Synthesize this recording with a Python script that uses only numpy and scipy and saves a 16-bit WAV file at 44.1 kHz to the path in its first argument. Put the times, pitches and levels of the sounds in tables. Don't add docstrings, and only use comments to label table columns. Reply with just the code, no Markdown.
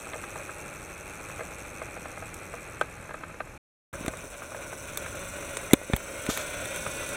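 import sys
import numpy as np
from scipy import signal
from scipy.fft import rfft, irfft
from scipy.io import wavfile
from scipy.ndimage import map_coordinates

SR = 44100
rng = np.random.default_rng(int(sys.argv[2]) if len(sys.argv) > 2 else 0)


def dump_mix(stems):
    frames = np.atleast_2d(stems).T
    limited = np.clip(frames, -1, 1)
    pcm = np.round(limited * 32767).astype(np.int16)
    wavfile.write(sys.argv[1], SR, pcm)


N = 315752
T = np.arange(N) / SR
AXLE_TEETH = 8

# (frequency [Hz], level [dB])
ROOF_SHELL = [(150, -32), (250, -7.5), (323, 0), (417, -3.5), (573, -0.5), (731, -8.5), (835, -3.5),
              (932, -10.5), (1380, -3.5), (1890, -10), (2470, -4), (2630, -5), (2900, -20.5), (4280, -20),
              (4600, -28), (5980, -54), (10100, -120)]
# (frequency [Hz], level [dB])
CABIN_SHELL = [(150, -49), (250, -3.5), (438, -4), (477, -5), (573, 4.5), (624, -3), (796, -12.5),
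               (1020, -7.5), (1260, -11), (1450, -2), (1800, -17), (2440, -4.5), (3110, -19), (3830, -14),
               (4600, -38), (5980, -56), (10100, -120)]


def roof():
    # (time [s], speed [shaft turns per second])
    spin = [(0.0, 111), (0.2, 113), (0.79, 100.0), (0.99, 100), (1.33, 109), (1.44, 109), (1.92, 92.2),
            (2.57, 91.4), (2.74, 83.9), (3.33, 47.6), (3.46, 44.6), (3.57, 44.2)]
    # (frequency [Hz], level [dB])
    motor_colour = [(1880, -38), (3200, -8), (4300, -14), (4570, -20), (4860, -50.5), (5160, -12.5),
                    (6110, -0.5), (6990, -6), (7730, -2.5), (8160, 5), (9460, -9), (10400, -7),
                    (12900, -21.5), (14500, -9), (16000, -28)]
    # (frequency [Hz], width [Hz], level [dB])
    gear_modes = [(5910, 63, -37), (6460, 89, 4.5), (7950, 87, -3), (7500, 40, 1), (8740, 40, 7.5),
                  (9500, 240, 7.5), (9570, 130, -23), (10750, 270, 10.5), (12300, 620, 12.5),
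                  (13560, 170, -13.5)]
    # (frequency [Hz], width [Hz], swing [dB], strongest at [gear tooth])
    surge_bands = [(6200, 600, 6.5, 3.2), (7800, 800, 3.5, 0.65), (14000, 2000, 4.5, 3.5)]
    # (multiple of the shaft rate [-], level [dB])
    overtones = [(22, -4), (23, -2.5), (24, -6.5), (25, -6.5), (26, -1.5), (27, -3)]
    cruise_hz = 100
    hz, = curves(spin)
    turns = np.cumsum(hz) / SR

    scrape = motor(turns, decay=.24, rest=.33, load_swing_db=6)
    gears = gearbox(scrape, turns, motor_colour, gear_modes, ring_db=-7.0)
    gears = surge(gears, turns, surge_bands)
    rolling = wheels(hz, ROOF_SHELL, spread_db=1.5, flutter_db=1.)
    tone = unit(colour(whine(hz, overtones), ROOF_SHELL))

    ride = rumble(hz)
    ride += gears * with_speed(hz, cruise_hz, cruise_db=-50.5, doubling_db=11.5)
    ride += rolling * with_speed(hz, cruise_hz, cruise_db=-44.5, doubling_db=2.5)
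    ride += tone * with_speed(hz, cruise_hz, cruise_db=-55.5, doubling_db=12)
    return ride


def cabin():
    # (time [s], speed [shaft turns per second])
    spin = [(3.93, 138.4), (4.14, 125.6), (4.47, 128.0), (4.68, 146.6), (4.89, 162.0), (4.96, 172.4),
            (5.28, 190.5), (5.64, 191.8), (5.69, 184.3), (6.44, 231.9), (6.59, 228.5), (6.72, 242.7),
            (6.83, 246.9), (7.16, 245.5)]
    # (frequency [Hz], level [dB])
    motor_colour = [(1880, -36), (3200, -19.5), (4000, -6), (4510, -2), (4790, -58), (5270, -2),
                    (5830, -1.5), (6190, 10), (6670, -16), (8500, 1.5), (9920, -0.5), (10800, 1.5),
                    (12000, -10.5), (15000, -3.5), (16000, -9)]
    # (frequency [Hz], width [Hz], level [dB])
    gear_modes = [(5850, 19, 8), (5960, 19, -21), (6900, 110, 16), (7200, 53, 3), (7390, 50, 11),
                  (7980, 140, 10), (8490, 34, 2.5), (8710, 40, 5.5), (9390, 54, -13), (9800, 79, -8),
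                  (10500, 37, 0.5), (12800, 82, 1), (13800, 120, -14), (15200, 130, -13)]
    # (frequency [Hz], width [Hz], swing [dB], strongest at [gear tooth])
    surge_bands = [(7400, 390, 5, 1.3), (8500, 640, 2.6, 3.9)]
    # (multiple of the shaft rate [-], level [dB])
    overtones = [(2, -4), (6, -1), (7, -2), (8, -1), (9, -4), (10, -1.5), (11, -3), (12, -9), (13, -7),
                 (14, -7), (15, -5), (16, -21), (18, -11), (19, -11)]
    # (frequency [Hz], width [Hz], level [dB])
    air_modes = [(556, 34, 2.5), (590, 35, -1), (1036, 41, -15), (1406, 39, 0.5), (1472, 34, -4),
                 (2500, 51, -17)]
    # (frequency [Hz], width [Hz], level [dB])
    wall_modes = [(2360, 520, 4), (3400, 350, 2)]
    cruise_hz = 200
    hz, = curves(spin)
    turns = np.cumsum(hz) / SR

    scrape = motor(turns, decay=.3, rest=.47, load_swing_db=5)
    gears = gearbox(scrape, turns, motor_colour, gear_modes, ring_db=1)
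    gears = surge(gears, turns, surge_bands)
    rolling = wheels(hz, CABIN_SHELL, spread_db=1.5, flutter_db=2.5)
    hum = unit(resonate(rng.standard_normal(N), air_modes))
    tone = whine(hz, overtones)
    tone = unit(tone + resonate(tone, wall_modes))

    ride = rumble(hz)
    ride += gears * with_speed(hz, cruise_hz, cruise_db=-44.5, doubling_db=8.5)
    ride += rolling * with_speed(hz, cruise_hz, cruise_db=-41, doubling_db=4.5)
    ride += hum * with_speed(hz, cruise_hz, cruise_db=-47.5, doubling_db=15)
    ride += tone * with_speed(hz, cruise_hz, cruise_db=-49, doubling_db=10.5)
    return ride


def with_speed(hz, cruise_hz, cruise_db, doubling_db):
    return undb(cruise_db + doubling_db * np.log2(hz / cruise_hz))


def motor(turns, decay, rest, load_swing_db):
    phase, tooth = turns % 1, turns.astype(int)
    burst = (1 - np.exp(-phase / .06)) * np.exp(-phase / decay)
    bite_db = rng.standard_normal(tooth[-1] + 1)[tooth]
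    load_db = load_swing_db * (.5 - tooth % AXLE_TEETH / AXLE_TEETH) + bite_db
    axle_place = turns % AXLE_TEETH / AXLE_TEETH
    surface = np.interp(axle_place, np.linspace(0, 1, 4096), rng.standard_normal(4096))
    friction = 1.54 * unit(surface) + rng.standard_normal(N)
    return unit(friction * (unit(burst) + rest) * undb(load_db))


def gearbox(scrape, turns, broad, modes, ring_db):
    axle = 2 * np.pi * turns / AXLE_TEETH
    body = unit(colour(scrape, broad))
    ring = np.zeros(N)
    for mode in modes:
        swell_db = 3 * np.cos(axle + 2 * np.pi * rng.random())
        ring += resonate(body, [mode]) * undb(swell_db)
    lag = SR * (.00051 + .00003 * np.sin(axle))
    second = map_coordinates(body, [np.arange(N) - lag], order=3)
    return unit(unit(body + 0.3 * second) + undb(ring_db) * unit(ring))


def surge(x, turns, bands):
    for hz, width, swing_db, tooth in bands:
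        gain = undb(swing_db * np.cos(2 * np.pi * (turns - tooth) / AXLE_TEETH))
        x = x + (gain - 1) * resonate(x, [(hz, width, 0)])
    return unit(x)


def whine(hz, overtones):
    waver, flicker_db = .0016, 3
    turns = np.cumsum(hz * (1 + waver * walk(60))) / SR
    tone = np.zeros(N)
    for multiple, db in overtones:
        gain = undb(db + flicker_db * walk(30))
        tone += gain * np.sin(2 * np.pi * (round(multiple) * turns + rng.random()))
    return unit(tone)


def wheels(hz, shell, spread_db, flutter_db):
    ring = colour(grit(hz, spread_db, smooth=0.98), shell)
    low = band(ring, 900, "low")
    high = band(ring, 980, "high")
    return unit(low * undb(flutter_db * walk(24)) - high * undb(flutter_db * walk(35)))


def rumble(hz):
    # (frequency [Hz], level [dB])
    tremble_colour = [(12, -32), (20, -2.5), (54, 1), (102, 2.5), (140, -2), (173, -0.5), (204, -5.5),
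                      (330, -10.5), (430, -29), (730, -120)]
    # (time [s], level [dB])
    tremble_level = [(0, -50.5), (1.5, -48.5), (2.8, -48), (3.5, -48.5), (4.05, -45.5), (4.43, -51.5),
                     (5.1, -45.5), (5.6, -48.5), (7.15, -46.5)]
    level_db, = curves(tremble_level)
    return unit(colour(grit(hz, 3.9, smooth=1.7), tremble_colour)) * undb(level_db)


def grit(hz, spread_db, smooth):
    hits = rng.random(N) < 20 * hz / SR
    size_db = spread_db * np.minimum(rng.exponential(size=N), 4)
    grains = hits * rng.choice([-1, 1], N) * undb(size_db)
    return unit(unit(grains) + smooth * rng.standard_normal(N))


def knocks():
    # (time [s], peak level [dB], bass share [dB], treble share [dB])
    hard_knocks = [(0.134, -26.5, -10, 9), (0.156, -26.5, 24, -5), (0.238, -29, -12, 3),
                   (0.358, -24, 6, -12), (0.493, -27.5, -6, -9), (1.298, -29.5, 1, -5), (1.393, -23, 8, 4),
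                   (1.407, -24, 12, 1), (1.817, -24, 8.5, 6), (1.966, -27.5, 12, -5), (2.224, -28, 10, 0),
                   (2.538, -25, 8.5, -7), (2.812, -12, -1.5, -20), (3.052, -32, -1, 1), (3.108, -29, 5, -1),
                   (3.142, -26, 2, -12), (3.235, -26, -5, -13), (3.404, -20, 3, -18.5),
                   (3.937, -26, -2, -4), (4.082, -23, 10, -5), (4.42, -27, 2, -9), (4.547, -27, 5, -7),
                   (5.424, -31, -4, -5), (5.71, -23.5, 11, 15), (6.295, -20.5, 7, -5),
                   (6.864, -21.5, -2, -9)]
    out = np.zeros(N)
    for s, peak_db, bass_db, treble_db in hard_knocks:
        add(out, s, knock(bass_db, treble_db), peak_db)
        rebound_s = s + 0.012 * rng.uniform(0.52, 1.6)
        add(out, rebound_s, knock(bass_db, treble_db), peak_db - 14)
    return out


def jolts():
    per_s, middle_db, spread_db = 6, -35.5, 8.5
    out = np.zeros(N)
    for place, strength in rng.random((int(per_s * N / SR), 2)):
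        peak_db = middle_db + spread_db * (2 * strength - 1)
        add(out, place * T[-1], knock(bass_db=6.5, treble_db=-3.5), peak_db)
    return out


def knock(bass_db, treble_db):
    # (frequency [Hz], level [dB], time to fall by 60 dB [s])
    chassis_modes = [(482.5, -5.5, 0.084), (633, 2.5, 0.045), (816, -3.5, .035), (1044, 3.5, 0.03),
                     (1242, 9, 0.029), (1493, -6.5, 0.045), (1590, 6, 0.037), (1775, 3, 0.027),
                     (2064, 2, 0.039), (2600, -34, .02), (3300, -16, 0.059)]
    t = T[:SR // 10]
    hz, db, t60 = np.transpose(chassis_modes)[:, :, None]
    detune, strength, polarity = rng.standard_normal((3, len(hz), 1))
    share_db = bass_db * (hz < 950) + treble_db * (hz > 2000)
    gain = np.sign(polarity) * undb(db + 2 * strength + share_db)
    swing = np.sin(2 * np.pi * hz * (1 + .015 * detune) * t)
    ring = np.sum(gain * undb(-60 * t / t60) * swing, axis=0)
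    rattle = unit(colour(rng.standard_normal(len(t)), ROOF_SHELL)) * np.exp(-t / 0.0049)
    return (ring + 1.5 * rattle) * (1 - np.exp(-t / 0.00041))


def snaps():
    # (time [s], peak level [dB], middle share [dB], top share [dB])
    snap_times = [(0.133, -29.5, 26, -6), (0.239, -38, 3, -6), (2.342, -30, -19, 2), (2.8121, -21, 7, -10),
                  (4.062, -24, 6, 6), (4.081, -18, 3, -5), (4.171, -31, -3, -3), (4.9735, -17.5, -2, 9.5),
                  (5.57, -17.5, -6, -8), (5.7334, -3.5, -4, 6), (5.738, -10.5, 19, -10),
                  (5.9346, -8.5, 14.5, -9), (5.9639, -16.5, 4, 12), (6.265, -20.5, 1, -2),
                  (6.374, -17, 6, 12), (6.656, -24, 5, 12), (6.761, -22, 0, 8), (7.09, -25, -5, 7)]
    # (frequency [Hz], level [dB])
    snap_colour = [(400, 7.5), (1400, 1), (2300, 3), (2900, -7), (3600, 4.5), (4400, -7.5), (4850, -14.5),
                   (5500, -9.5), (7500, 0), (10000, -3), (13000, -14.5), (16000, -16.5)]
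    out, t = np.zeros(N), T[:SR // 12]
    for s, peak_db, middle_db, top_db in snap_times:
        fade = undb(-60 * t / 0.018)
        crack = colour(rng.choice([-1, 1], len(t)) * fade, snap_colour)
        tilt = [(200, middle_db), (3500, middle_db), (6000, 0.003), (9500, 0),
                (11500, top_db), (16000, top_db)]
        add(out, s, colour(crack, tilt), peak_db)
    return out


def bumps():
    # (time [s], peak level [dB], contact [s], lean [0-1])
    contacts = [(3.953, -31, .008, .5), (4.009, -27, 0.0036, .4), (4.048, -27, 0.0027, 0.2),
                (4.080, -17, 0.0026, .7), (5.7342, 0, .003, 0.12), (5.815, -25, 0.0015, .05),
                (5.8992, -16.5, 0.0022, 0.34), (5.9358, -7, .0045, .95), (6.289, -15, 0.0035, 0.34),
                (6.870, -31.5, 0.0073, .3)]
    # (frequency [Hz], level [dB], time to fall by 60 dB [s])
    body_modes = [(52, -8.5, 0.06), (120, -11, 0.042), (186, -3, 0.017), (269, 8.5, 0.015), (448, 0, .016),
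                  (540, -5, 0.04), (610, -11, 0.029)]
    out, t = np.zeros(N), T[:SR // 8]
    ring = sum(undb(db - 60 * t / t60) * np.cos(2 * np.pi * hz * t) for hz, db, t60 in body_modes)
    for s, peak_db, contact_s, lean in contacts:
        phase = np.pi * np.minimum(t / contact_s, 1)
        push = (1 - lean) * np.sin(2 * phase) + lean * np.sin(phase)
        rattle = colour(rng.standard_normal(len(t)) * np.exp(-t / 0.0064), CABIN_SHELL)
        add(out, s, signal.fftconvolve(ring, push)[:len(t)], peak_db)
        add(out, s, rattle, peak_db - 15)
    return band(out, hz=39.6, kind="high")


def rub():
    # (frequency [Hz], level [dB])
    slide_colour = [(500, -6), (1500, -9), (3600, 4), (4800, -5), (6500, 4.5), (9000, -5), (14000, -9),
                    (16000, -19)]
    start_s, end_s = 6.288, 6.445
    attack_s, release_s, catch_s = 0.014, .025, 0.03
    catch_db, slide_db, flutter_db = -31, -42.5, 0.5
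    slide = unit(colour(grit(230, spread_db=1, smooth=0.85), slide_colour))
    age = np.maximum(T - start_s, 0)
    contact = np.clip(np.minimum(age / attack_s, (end_s - T) / release_s), 0, 1)
    force = undb(catch_db) * np.exp(-age / catch_s) + undb(slide_db)
    return slide * contact * force * undb(flutter_db * walk(90))


def hiss():
    # (frequency [Hz], level [dB])
    hiss_colour = [(1760, -32.5), (3000, -9), (4200, -16.5), (4760, -29), (5040, -7), (6570, -3.5),
                   (11000, -6.5), (13400, -13.5), (16000, -27.5)]
    return unit(colour(rng.standard_normal(N), hiss_colour)) * undb(-61)


def undb(db):
    return 10 ** (np.asarray(db) / 20)


def unit(x):
    return x / np.sqrt(np.mean(x ** 2))


def curves(table):
    s, *columns = np.transpose(table)
    return [np.interp(T, s, c) for c in columns]


def colour(x, points):
    size = 4096
    hz, db = np.transpose(points)
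    octave = np.log2(np.maximum(np.arange(size // 2 + 1) * SR / size, 1))
    known = np.log2(hz)
    beyond = np.abs(octave - np.clip(octave, known[0], known[-1]))
    gain_db = np.interp(octave, known, db) - 24 * beyond
    cepstrum = irfft(np.log(undb(gain_db) + 1e-4))
    cepstrum[1:size // 2] *= 2
    cepstrum[size // 2 + 1:] = 0
    response = irfft(np.exp(rfft(cepstrum)))
    return signal.fftconvolve(x, response)[:len(x)]


def band(x, hz, kind):
    return signal.sosfilt(signal.butter(2, hz, kind, fs=SR, output="sos"), x)


def resonate(x, modes):
    out = np.zeros(len(x))
    for hz, width, db in modes:
        b, a = signal.iirpeak(hz, hz / width, fs=SR)
        out += undb(db) * signal.lfilter(b, a, x)
    return out


def walk(rate):
    return np.interp(T * rate, np.arange(2048), rng.standard_normal(2048))


def add(out, s, sound, db):
    i = max(int(s * SR), 0)
    out[i:i + len(sound)] += (sound * undb(db) / np.abs(sound).max())[:N - i]


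def heard(start_s, end_s):
    return np.clip(np.minimum(T - start_s, end_s - T) / .003, 0, 1)


def gain_control(x):
    threshold_db, attack_s, recovery_db_per_s = -5, 0.012, 9
    level_db = 20 * np.log10(np.clip(np.abs(x), 1e-9, 1))
    over_db = np.maximum(level_db - threshold_db, 0)
    recovery_db = recovery_db_per_s * T
    held_db = np.maximum.accumulate(over_db + recovery_db, axis=-1) - recovery_db
    keep = np.exp(-1 / (attack_s * SR))
    return x * undb(-signal.lfilter([1 - keep], [1, -keep], held_db))


def scene():
    on_roof, inside = heard(-.01, 3.579), heard(3.928, 7.2)
    rides = roof() * on_roof + cabin() * inside
    blows = bumps() + snaps() + rub() + knocks()
    background = (hiss() + jolts()) * (on_roof + inside)
    return (rides + blows + background)[None]


def record(dry):
    clipped = np.clip(gain_control(dry), -1, 1)
    top_cut = signal.ellip(10, .2, 80, 15900, fs=SR, output="sos")
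    return signal.sosfilt(top_cut, clipped)


dry = scene()
out = record(dry)
dump_mix(out)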